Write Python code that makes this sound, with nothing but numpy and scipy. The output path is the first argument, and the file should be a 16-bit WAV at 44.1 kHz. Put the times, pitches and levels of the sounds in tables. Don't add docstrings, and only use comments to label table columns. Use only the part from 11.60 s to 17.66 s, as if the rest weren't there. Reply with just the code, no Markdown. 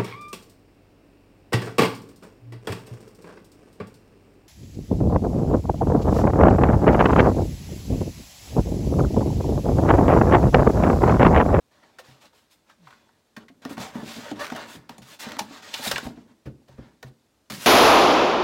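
import sys
import numpy as np
from scipy import signal
from scipy.io import wavfile
from scipy.ndimage import uniform_filter1d

SR = 44100
rng = np.random.default_rng(int(sys.argv[2]) if len(sys.argv) > 2 else 0)


def unload_audio(sound):
    columns = np.transpose(np.atleast_2d(sound))
    steps = np.round(np.clip(columns, -1, 1) * 32767)
    wavfile.write(sys.argv[1], SR, steps.astype(np.int16))


N = 267246
REST_DB = -75

# (start [s], attack [s], hold [s], release [s per 20 dB], hiss level [dB],
#  rasp of the pressed edges [dB against hiss], fizz of the sharpest beads [dB against hiss])
STROKES = [(0.106, 0.012, 0.31, 0.654, -67.0, 7.0, -17.0), (0.223, 0.011, 0.009, 0.083, -65.0, 12.5, -17.5),
           (0.403, 0.069, 0.034, 0.19, -55.5, 3.5, -10.5), (0.594, 0.032, 0.032, 0.053, -53.0, -1.5, -12.0),
           (0.719, 0.042, 0.017, 0.144, -59.0, -5.5, -7.0), (0.885, 0.041, 0.006, 0.07, -58.0, -20.5, -4.5),
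           (1.047, 0.064, 0.009, 0.051, -61.0, 3.5, -22.5), (1.163, 0.149, 0.015, 0.331, -59.5, 3.5, -16.5),
           (1.766, 0.054, 0.014, 0.03, -66.5, 16.0, -20.0),
           (2.017, 0.005, 0.059, 0.153, -57.0, 10.0, -11.0), (2.089, 0.009, 0.034, 0.04, -46.5, 4.5, -4.5),
           (2.17, 0.047, 0.007, 0.121, -36.0, 2.0, -11.0), (2.326, 0.022, 0.086, 0.092, -52.5, 11.5, -6.5),
           (2.413, 0.082, 0.088, 0.155, -40.5, -1.5, -10.0),
           (2.571, 0.083, 0.062, 0.044, -44.5, 5.0, -15.5), (2.739, 0.035, 0.022, 0.03, -51.0, 9.0, -12.5),
           (2.786, 0.016, 0.037, 0.092, -41.5, 12.0, -6.0), (2.891, 0.012, 0.035, 0.042, -48.5, 7.0, -22.5),
           (2.94, 0.017, 0.056, 0.178, -46.5, 13.0, -12.0), (3.039, 0.07, 0.051, 0.04, -46.5, -3.5, -5.0),
           (3.288, 0.005, 0.012, 0.15, -55.0, 6.5, -11.0), (3.407, 0.113, 0.024, 0.05, -45.5, -3.5, -7.5),
           (3.586, 0.018, 0.031, 0.033, -38.0, -9.0, -5.5), (3.6, 0.041, 0.085, 0.108, -44.0, 8.5, -21.0),
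           (3.789, 0.005, 0.019, 0.138, -47.5, 1.0, -12.5), (3.838, 0.12, 0.022, 0.073, -44.5, 1.0, -18.0),
           (4.012, 0.023, 0.085, 0.096, -44.0, -2.0, -19.0), (4.116, 0.03, 0.072, 0.1, -38.0, -3.5, -9.0),
           (4.2, 0.066, 0.014, 0.081, -28.0, -9.5, -4.0), (4.324, 0.01, 0.033, 0.135, -38.5, -1.5, -22.5),
           (4.418, 0.022, 0.015, 0.077, -45.0, 5.5, -5.5), (4.548, 0.02, 0.011, 0.124, -63.5, 10.0, -18.5),
           (4.667, 0.032, 0.01, 0.056, -72.0, 13.5, -20.0), (5.073, 0.011, 0.041, 0.1, -64.5, 5.0, -18.5),
           (5.168, 0.021, 0.084, 0.091, -70.0, 17.0, -20.5),
           (5.452, 0.016, 0.019, 0.023, -59.0, 0.5, -10.0), (5.898, 0.006, 0.043, 0.214, -39.0, -5.5, -4.5),
           (5.959, 0.089, 0.025, 0.1, -35.5, -7.0, -2.5)]


def stroke_strengths():
    sag_db_per_s = 10
    rasp_power, fizz_power = .88, 1.25
    t = np.arange(SR) / SR
    power = np.zeros((3, N))
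    for start, attack_s, hold_s, release_s, hiss_db, rasp_db, fizz_db in STROKES:
        build = np.sin(np.pi / 2 * np.minimum(t / attack_s, 1)) ** 2
        release_db = 20 * np.maximum(t - attack_s - hold_s, 0) / release_s
        force = build * gain_of(-sag_db_per_s * t - release_db)
        add(power[0], start, (gain_of(hiss_db) * force) ** 2)
        add(power[1], start, (gain_of(hiss_db + rasp_db) * force ** rasp_power) ** 2)
        add(power[2], start, (gain_of(hiss_db + fizz_db) * force ** fizz_power) ** 2)
    power[0] += gain_of(REST_DB) ** 2
    return np.sqrt(power)


# (start [s], end [s], first rate [slips per s], last rate [slips per s],
#  depth [0-1], jitter of the rate [0-1])
CREAKS = [(2.335, 2.42, 70, 50, .15, .15), (2.793, 2.826, 540, 600, .85, .02),
          (2.823, 2.846, 340, 240, .5, .08), (2.96, 3.08, 190, 110, .22, .11),
          (3.67, 3.749, 230, 120, .3, .11), (4.215, 4.286, 380, 810, .8, .11)]


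def stick_slip(slip_s=.0011):
    grip, kicks = np.ones(N), np.zeros(N)
    for start, end, first, last, depth, jitter in CREAKS:
        length = round((end - start) * SR)
        unsteady = np.exp(jitter * evened(uniform_filter1d(rng.standard_normal(length), size=150)))
        rate = np.geomspace(first, last, length) * unsteady
        turns = np.cumsum(rate) / SR
        share = np.clip(depth, 0, 1) * signal.windows.tukey(length, .2)
        since_slip_s = (turns % 1) / rate
        pulses = evened(np.exp(-since_slip_s / slip_s))
        releases = np.diff(np.floor(turns), prepend=0)
        add(grip, start, share * (pulses - 1))
        add(kicks, start, share * evened(releases))
    return grip, kicks


def shell_motion(rasp):
    top_db, knee_db = -48, -41
    floor_db = -73
    bump_share_db, thud_share_db = -17.5, -23
    shudder_s = .2
    t = np.arange(SR) / SR
    shudder = gain_of(-20 * t / shudder_s)
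    driven = gain_of(top_db) * rasp / (rasp + gain_of(knee_db))
    power = driven ** 2 + gain_of(floor_db) ** 2
    for table, share_db in ((BUMPS, bump_share_db), (THUDS, thud_share_db)):
        for start, db, *_ in table:
            add(power, start, (gain_of(db + share_db) * shudder) ** 2)
    return np.sqrt(power)


# (frequency [Hz], relative level [dB per Hz])
HISS = [(300, -23.5), (1000, 1), (2200, 2.5), (4000, 4.5), (5500, 0), (7500, -3), (10000, -17),
        (15500, -16.5)]
# (frequency [Hz], relative level [dB per Hz])
RASP = [(200, -29.5), (450, -5), (600, -1.5), (750, -3), (950, -0.5), (1700, -3), (2600, -10),
        (5000, -16.5), (15000, -49.5)]
# (frequency [Hz], relative level [dB per Hz])
DRONE = [(30, -28.5), (60, -17.5), (110, -11), (170, -10.5), (228, -4.5), (300, -8), (430, -15), (800, -35),
         (3000, -74.5)]


def sliding(hiss, rasp, fizz):
    grip, kicks = stick_slip()
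    fine_force = grip * evened(beads(N, per_s=9000, spread_db=2.0)) + .6 * kicks
    coarse_force = grip * evened(beads(N, per_s=3500, spread_db=0.1)) + 1.27 * kicks
    fine = wander(colour(fine_force, HISS), patchy_db=0.74, flutter_db=1.1)
    coarse = wander(colour(coarse_force, RASP), patchy_db=2.0, flutter_db=0.3)
    sharp_spectrum = [(3000, -38), (7000, -3.5), (10000, -1.5), (15500, -6.5)]  # (Hz, dB per Hz)
    sharp = evened(colour(grip * beads(N, per_s=13000, spread_db=3.0), sharp_spectrum))
    hollow = evened(colour(beads(N, per_s=900, spread_db=.6), DRONE))
    bright = gain_of(-2) * (hiss * fine + fizz * sharp)
    rough = gain_of(-5.5) * rasp * coarse
    drone = gain_of(-1.5) * shell_motion(rasp) * hollow
    return bright + rough + drone


# (time [s], level [dB], pitch of the contact [Hz], rise [s], crunch [dB against the clack])
SNAPS = [(.234, -53, 1250, .0018, -11), (.385, -39, 1350, .0031, -4), (.39, -42.5, 565, .0066, -.5),
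         (.731, -54, 530, .0019, -7), (1.094, -48.5, 1300, .005, -8), (1.269, -42, 1160, .006, -14),
         (1.305, -45, 1300, .0025, -10), (1.327, -42.5, 1130, .001, -23), (1.491, -51, 910, .0012, -14),
         (1.764, -40, 1590, .0037, -1.5), (1.779, -46.5, 645, .0026, -2), (1.882, -46, 1970, .004, -9),
         (2.051, -28, 1200, .0009, -3), (2.169, -35.5, 1100, .0026, -9), (2.179, -28.5, 740, .0016, -7.5),
         (2.347, -39.5, 850, .011, -10), (2.713, -30, 794, .0012, -8.5), (2.844, -29, 1290, .0014, -5.5),
         (2.853, -34, 1400, .0013, -1), (2.867, -31, 1390, .0008, -.5), (2.878, -34, 1190, .001, -6),
         (2.9, -28.5, 1430, .0018, -8), (2.92, -28.5, 880, .0026, -10), (2.949, -41, 3000, .0009, 0),
         (2.96, -35, 1560, .0033, 0), (3.293, -32.5, 950, .0016, -2.5), (3.38, -46, 570, .0034, -.5),
         (3.381, -43.5, 6960, .0016, -12), (3.417, -59, 2200, .009, 13.5), (3.689, -39, 1200, .0015, 1),
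         (3.709, -40, 1100, .0006, 0), (3.719, -32, 1900, .001, 1), (3.767, -31.5, 1370, .0012, -8),
         (3.786, -35, 3470, .002, 0), (3.7905, -28, 4700, .0028, 8), (4.1392, -20.5, 3020, .0029, -10),
         (4.193, -34.5, 585, .0012, -8), (4.276, -29.5, 3610, .0027, -3.5), (4.312, -31, 1490, .0038, 14),
         (4.359, -17, 2370, .0012, -20), (4.38, -25.5, 1500, .0018, 2), (4.465, -35, 750, .0027, -6.5),
         (4.854, -48, 1500, .011, -9.5), (4.857, -43.5, 470, .008, -11.5), (5.081, -50.5, 600, .0056, -6.5),
         (5.179, -48, 525, .004, -20), (5.4275, -45.5, 3000, .0018, 8.5), (5.431, -40, 430, .0047, -11),
         (5.899, -38, 1210, .004, 6), (5.921, -31, 1300, .001, .5)]
# (frequency [Hz], relative level [dB per Hz])
CRUNCH = [(100, -29.5), (400, 3), (1000, 1), (3000, 3), (5500, 0.5), (8000, -7), (11000, -9.5),
          (15500, -11.5)]


def snaps(rows, sharpness=0.96, ring_s=0.015, ring_share=0.23, squeak_hz=70, squeak_db=-9):
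    out, t = np.zeros(N), np.arange(SR // 10) / SR
    for start, db, hz, rise_s, crunch_db in rows:
        swell = t / rise_s * np.exp(1 - t / rise_s)
        envelope = swell + ring_share * np.exp(-t / ring_s)
        burst = envelope * beads(len(t), per_s=20000, spread_db=0.5)
        clack = resonate(resonate(burst, hz, hz / sharpness), hz, hz)
        squeak = resonate(clack, hz, squeak_hz)
        crunch = colour(envelope * beads(len(t), per_s=16000, spread_db=1.0), CRUNCH)
        tonal = evened(evened(clack) + gain_of(squeak_db) * evened(squeak))
        sound = tonal + gain_of(crunch_db) * evened(crunch)
        strength = np.sqrt(np.mean(envelope ** 2))
        add(out, start, gain_of(db - 5.5) * strength * sound)
    return out


def crackles(rasp, count=130, crunch_db=-3):
    offset_db, spread_db = -4.5, 3
    middle_hz, rise_s = 1300, .0004
    rows = []
    for place, size, tone in rng.uniform(0, 1, (count, 3)):
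        rasp_db = 20 * np.log10(rasp[int(place * N)] + gain_of(REST_DB))
        db = rasp_db + offset_db + spread_db * (2 * size - 1)
        hz = middle_hz * 2 ** (2 * tone - 1)
        rows.append((place * N / SR, db, hz, rise_s, crunch_db))
    return rows


# (time [s], length [s], first pitch [Hz], last pitch [Hz], level [dB])
SQUEAKS = [(3.7888, 0.0088, 896, 870, -21.5), (3.802, 0.011, 894, 810, -29.5),
           (4.215, 0.033, 975, 795, -38), (4.262, .009, 690, 730, -26.5), (4.274, 0.014, 3700, 3640, -29),
           (4.325, 0.0075, 1390, 1330, -31), (4.317, .014, 2910, 2800, -32),
           (4.362, 0.0076, 1710, 1650, -24.5), (4.366, 0.0062, 1050, 950, -29.5),
           (4.382, .012, 1475, 1550, -30)]


def squeaks(waver=0.048, overtone_db=-15):
    out = np.zeros(N)
    for start, length_s, first_hz, last_hz, db in SQUEAKS:
        length = round(length_s * SR)
        unsteady = 1 + waver * evened(uniform_filter1d(rng.standard_normal(length), size=30))
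        hz = np.geomspace(first_hz, last_hz, length) * unsteady
        phase = 2 * np.pi * np.cumsum(hz) / SR
        whistle = evened(np.sin(phase) + gain_of(overtone_db) * np.sin(2 * phase))
        add(out, start, gain_of(db) * whistle * signal.windows.tukey(length, .7))
    return out


# (frequency [Hz], width [Hz], level [dB over the direct sound])
WALLS = [(594, 190, -4.5), (764, 35, -7), (916, 54, -5), (1080, 29, -14), (1503, 44, -17), (1744, 42, -10),
         (1890, 39, -8), (2396, 24, -15.5), (2980, 180, -32), (3540, 61, -6.5), (4130, 51, -17),
         (5180, 41, -16)]


def walls(x):
    ringing = sum(gain_of(db) * resonate(x, hz, width_hz) for hz, width_hz, db in WALLS)
    return gain_of(-0.5) * (x + ringing)


def blow(modes, pitch, contact_s, spread_db):
    t = np.arange(SR // 3) / SR
    ring = np.zeros(len(t))
    for hz, db, t60 in modes:
        level = gain_of(db + spread_db * rng.standard_normal())
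        fade = np.exp(-np.log(1000) * t / t60)
        ring += level * fade * np.sin(2 * np.pi * hz * pitch * t)
    return ring * (1 - np.exp(-t / contact_s))


# (time [s], level [dB], pitch [factor on the shell modes])
BUMPS = [(1.772, -35.5, .96), (1.9, -42, 1.12), (2.055, -25.5, 1.12), (2.109, -29.5, 1.2),
         (2.177, -25.5, 1.04), (2.199, -31.5, .78), (2.355, -25.5, 1.0), (2.371, -31.5, .93),
         (2.391, -30.5, 1.0), (2.43, -28.5, 1.0), (2.564, -34, 1.04), (2.582, -30.5, 1.09),
         (2.715, -23.5, 1.26), (2.92, -25.5, 1.065), (3.151, -37, 1.14), (3.167, -40, .72),
         (3.299, -36, 1.04), (3.387, -41.5, .84), (3.668, -29.5, 1), (3.769, -34, 1.17), (3.811, -30, .98),
         (3.908, -36, 1.21), (4.198, -35.5, 1.08), (4.271, -27, .97), (4.43, -33, 1.04), (4.467, -26, 1.05),
         (4.504, -35, 1.06), (4.575, -36, 1.1), (4.71, -50, 1.0), (4.864, -39, 1.4), (5.015, -54, 1.3),
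         (5.185, -36, 1.0), (5.432, -46, 1.1), (5.906, -33, .96), (5.929, -33, .89), (5.98, -36, .78)]
# (frequency [Hz], level [dB], 60 dB fade [s])
SHELL = [(166.4, -14, 0.14), (221.4, -4, 0.05), (232.5, 1, 0.095), (270, 1, 0.03), (410, -8, 0.062),
         (622, -5.5, 0.052), (740, -15.5, 0.034)]
# (time [s], level [dB])
THUDS = [(.485, -53), (.515, -58), (3.169, -44), (3.405, -44.5), (4.272, -37.5), (4.332, -35.5),
         (4.453, -35), (4.858, -38), (4.872, -30.5), (4.899, -39), (5.095, -48), (5.14, -47), (5.187, -34),
         (5.221, -40.5), (5.446, -41.5), (5.5, -49), (5.911, -46)]
# (frequency [Hz], level [dB], 60 dB fade [s])
DESK = [(68.5, -4, 0.15), (101, -3.5, 0.12), (130.5, 2, 0.13), (174.5, -5.5, .1), (215.6, -5, 0.11),
        (285, -7, 0.084), (366, -7.5, 0.076), (523, -6, 0.049)]


def knocks(bass_hz=52):
    out = np.zeros(N)
    for start, db, pitch in BUMPS:
        add(out, start, gain_of(db) * blow(SHELL, pitch, contact_s=.003, spread_db=.8))
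    for start, db in THUDS:
        add(out, start, gain_of(db) * blow(DESK, 1, contact_s=0.0019, spread_db=3.3))
    return signal.sosfilt(signal.butter(3, bass_hz, "highpass", fs=SR, output="sos"), out)


# (time [s], level [dB])
TAPS = [(.388, -41), (1.27, -54), (1.329, -51), (1.767, -32), (1.884, -49), (2.051, -38), (5.429, -41.5)]
# (frequency [Hz], level [dB], 60 dB fade [s])
HOUSING = [(1130, -7, 0.055), (1499, -1, 0.031), (1884, -2.5, 0.05), (1987, -15.5, 0.1),
           (2440, -16.5, 0.034), (3615, -13, 0.028), (4560, -9.5, 0.031)]


def taps():
    out = np.zeros(N)
    for start, db in TAPS:
        add(out, start, gain_of(db) * blow(HOUSING, 0.97, contact_s=0.0013, spread_db=3.5))
    return out


# (time [s], pitch [Hz], level [dB])
GLIDE = [(1.185, 205, -75), (1.21, 180, -55.5), (1.235, 172, -53), (1.28, 131, -55.5), (1.31, 115, -75)]


def low_glide():
    t = np.arange(N) / SR
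    times, hz, db = np.transpose(GLIDE)
    level = np.interp(t, times, gain_of(db), left=0, right=0)
    phase = 2 * np.pi * np.cumsum(np.interp(t, times, hz)) / SR
    return level * np.sin(phase)


# (frequency [Hz], 60 dB fade [s])
ROOM = [(100, 0.27), (260, 0.44), (700, 0.21), (1840, 0.17), (4850, 0.13), (15000, 0.17)]


def room(x, wet_db, gap_s=0.0052):
    hz, t, z = signal.stft(rng.standard_normal(SR // 2), SR, nperseg=256)
    fade = np.exp(-np.log(1000) * t / read(ROOM, hz)[:, None])
    tail = signal.istft(z * fade)[1]
    tail *= 1 - np.exp(-(np.arange(len(tail)) / SR / gap_s) ** 2)
    return x + gain_of(wet_db) * signal.fftconvolve(x, tail / np.linalg.norm(tail))[:N]


# (frequency [Hz], relative level [dB per Hz])
AIR = [(15, -51.5), (25, -28), (48, -2), (107, 0.5), (137, -3.5), (211, -10), (248, -6.5), (557, -5),
       (3130, -20), (3390, -18.5), (3990, -18), (7830, -20.5), (15800, -27.5)]


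def quiet_air(level_db=-69.5):
    return gain_of(level_db) * evened(colour(rng.standard_normal(N), AIR))


def gain_of(db):
    return 10 ** (np.asarray(db) / 20)


def evened(x):
    return x / np.sqrt(np.mean(x ** 2) + 1e-20)


def read(points, hz):
    f, value = np.transpose(points)
    return np.interp(np.log(hz + 1), np.log(f + 1), value)


def add(mix, start, sound):
    part = mix[max(round(start * SR), 0):][:len(sound)]
    part += sound[:len(part)]


def colour(x, spectrum, size=4096):
    hz = abs(np.fft.fftfreq(size, 1 / SR))
    log_gain = np.log(gain_of(read(spectrum, hz)))
    response = np.exp(np.conj(signal.hilbert(log_gain)))
    kernel = np.fft.ifft(response).real
    return signal.oaconvolve(x, kernel[:size // 2])[:len(x)]


def resonate(x, hz, width_hz):
    return signal.lfilter(*signal.iirpeak(hz, hz / width_hz, SR), x)


def beads(length, per_s, spread_db):
    size = gain_of(spread_db * np.minimum(rng.exponential(1, length), 4))
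    sign = rng.choice([-1, 1], length)
    return size * sign * (rng.random(length) < per_s / SR)


def smooth_noise(shape, across_hz, across_time):
    blurred = uniform_filter1d(rng.standard_normal(shape), size=across_hz, axis=0)
    return evened(uniform_filter1d(blurred, size=across_time, axis=1))


def wander(x, patchy_db, flutter_db, streak_db=2.5):
    z = signal.stft(x, nperseg=1024)[2]
    patches = smooth_noise(z.shape, across_hz=14, across_time=3)
    streaks = smooth_noise(z.shape, across_hz=2, across_time=6)
    flutter = rng.standard_normal(z.shape[1])
    change_db = patchy_db * patches + streak_db * streaks + flutter_db * flutter
    return evened(signal.istft(z * gain_of(change_db))[1][:len(x)])


def scene():
    hiss, rasp, fizz = stroke_strengths()
    scraping = walls(sliding(hiss, rasp, fizz) + snaps(SNAPS + crackles(rasp)))
    treble = scraping + gain_of(-2) * squeaks() + taps()
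    in_room = room(treble, wet_db=-10) + room(knocks(), wet_db=-12.5)
    return (in_room + low_glide() + quiet_air())[None]


def record(dry):
    low_pass = signal.firwin(511, 16000, window=("kaiser", 9), fs=SR)
    return signal.oaconvolve(dry, low_pass[None], "same")


dry = scene()
out = record(dry)
unload_audio(out)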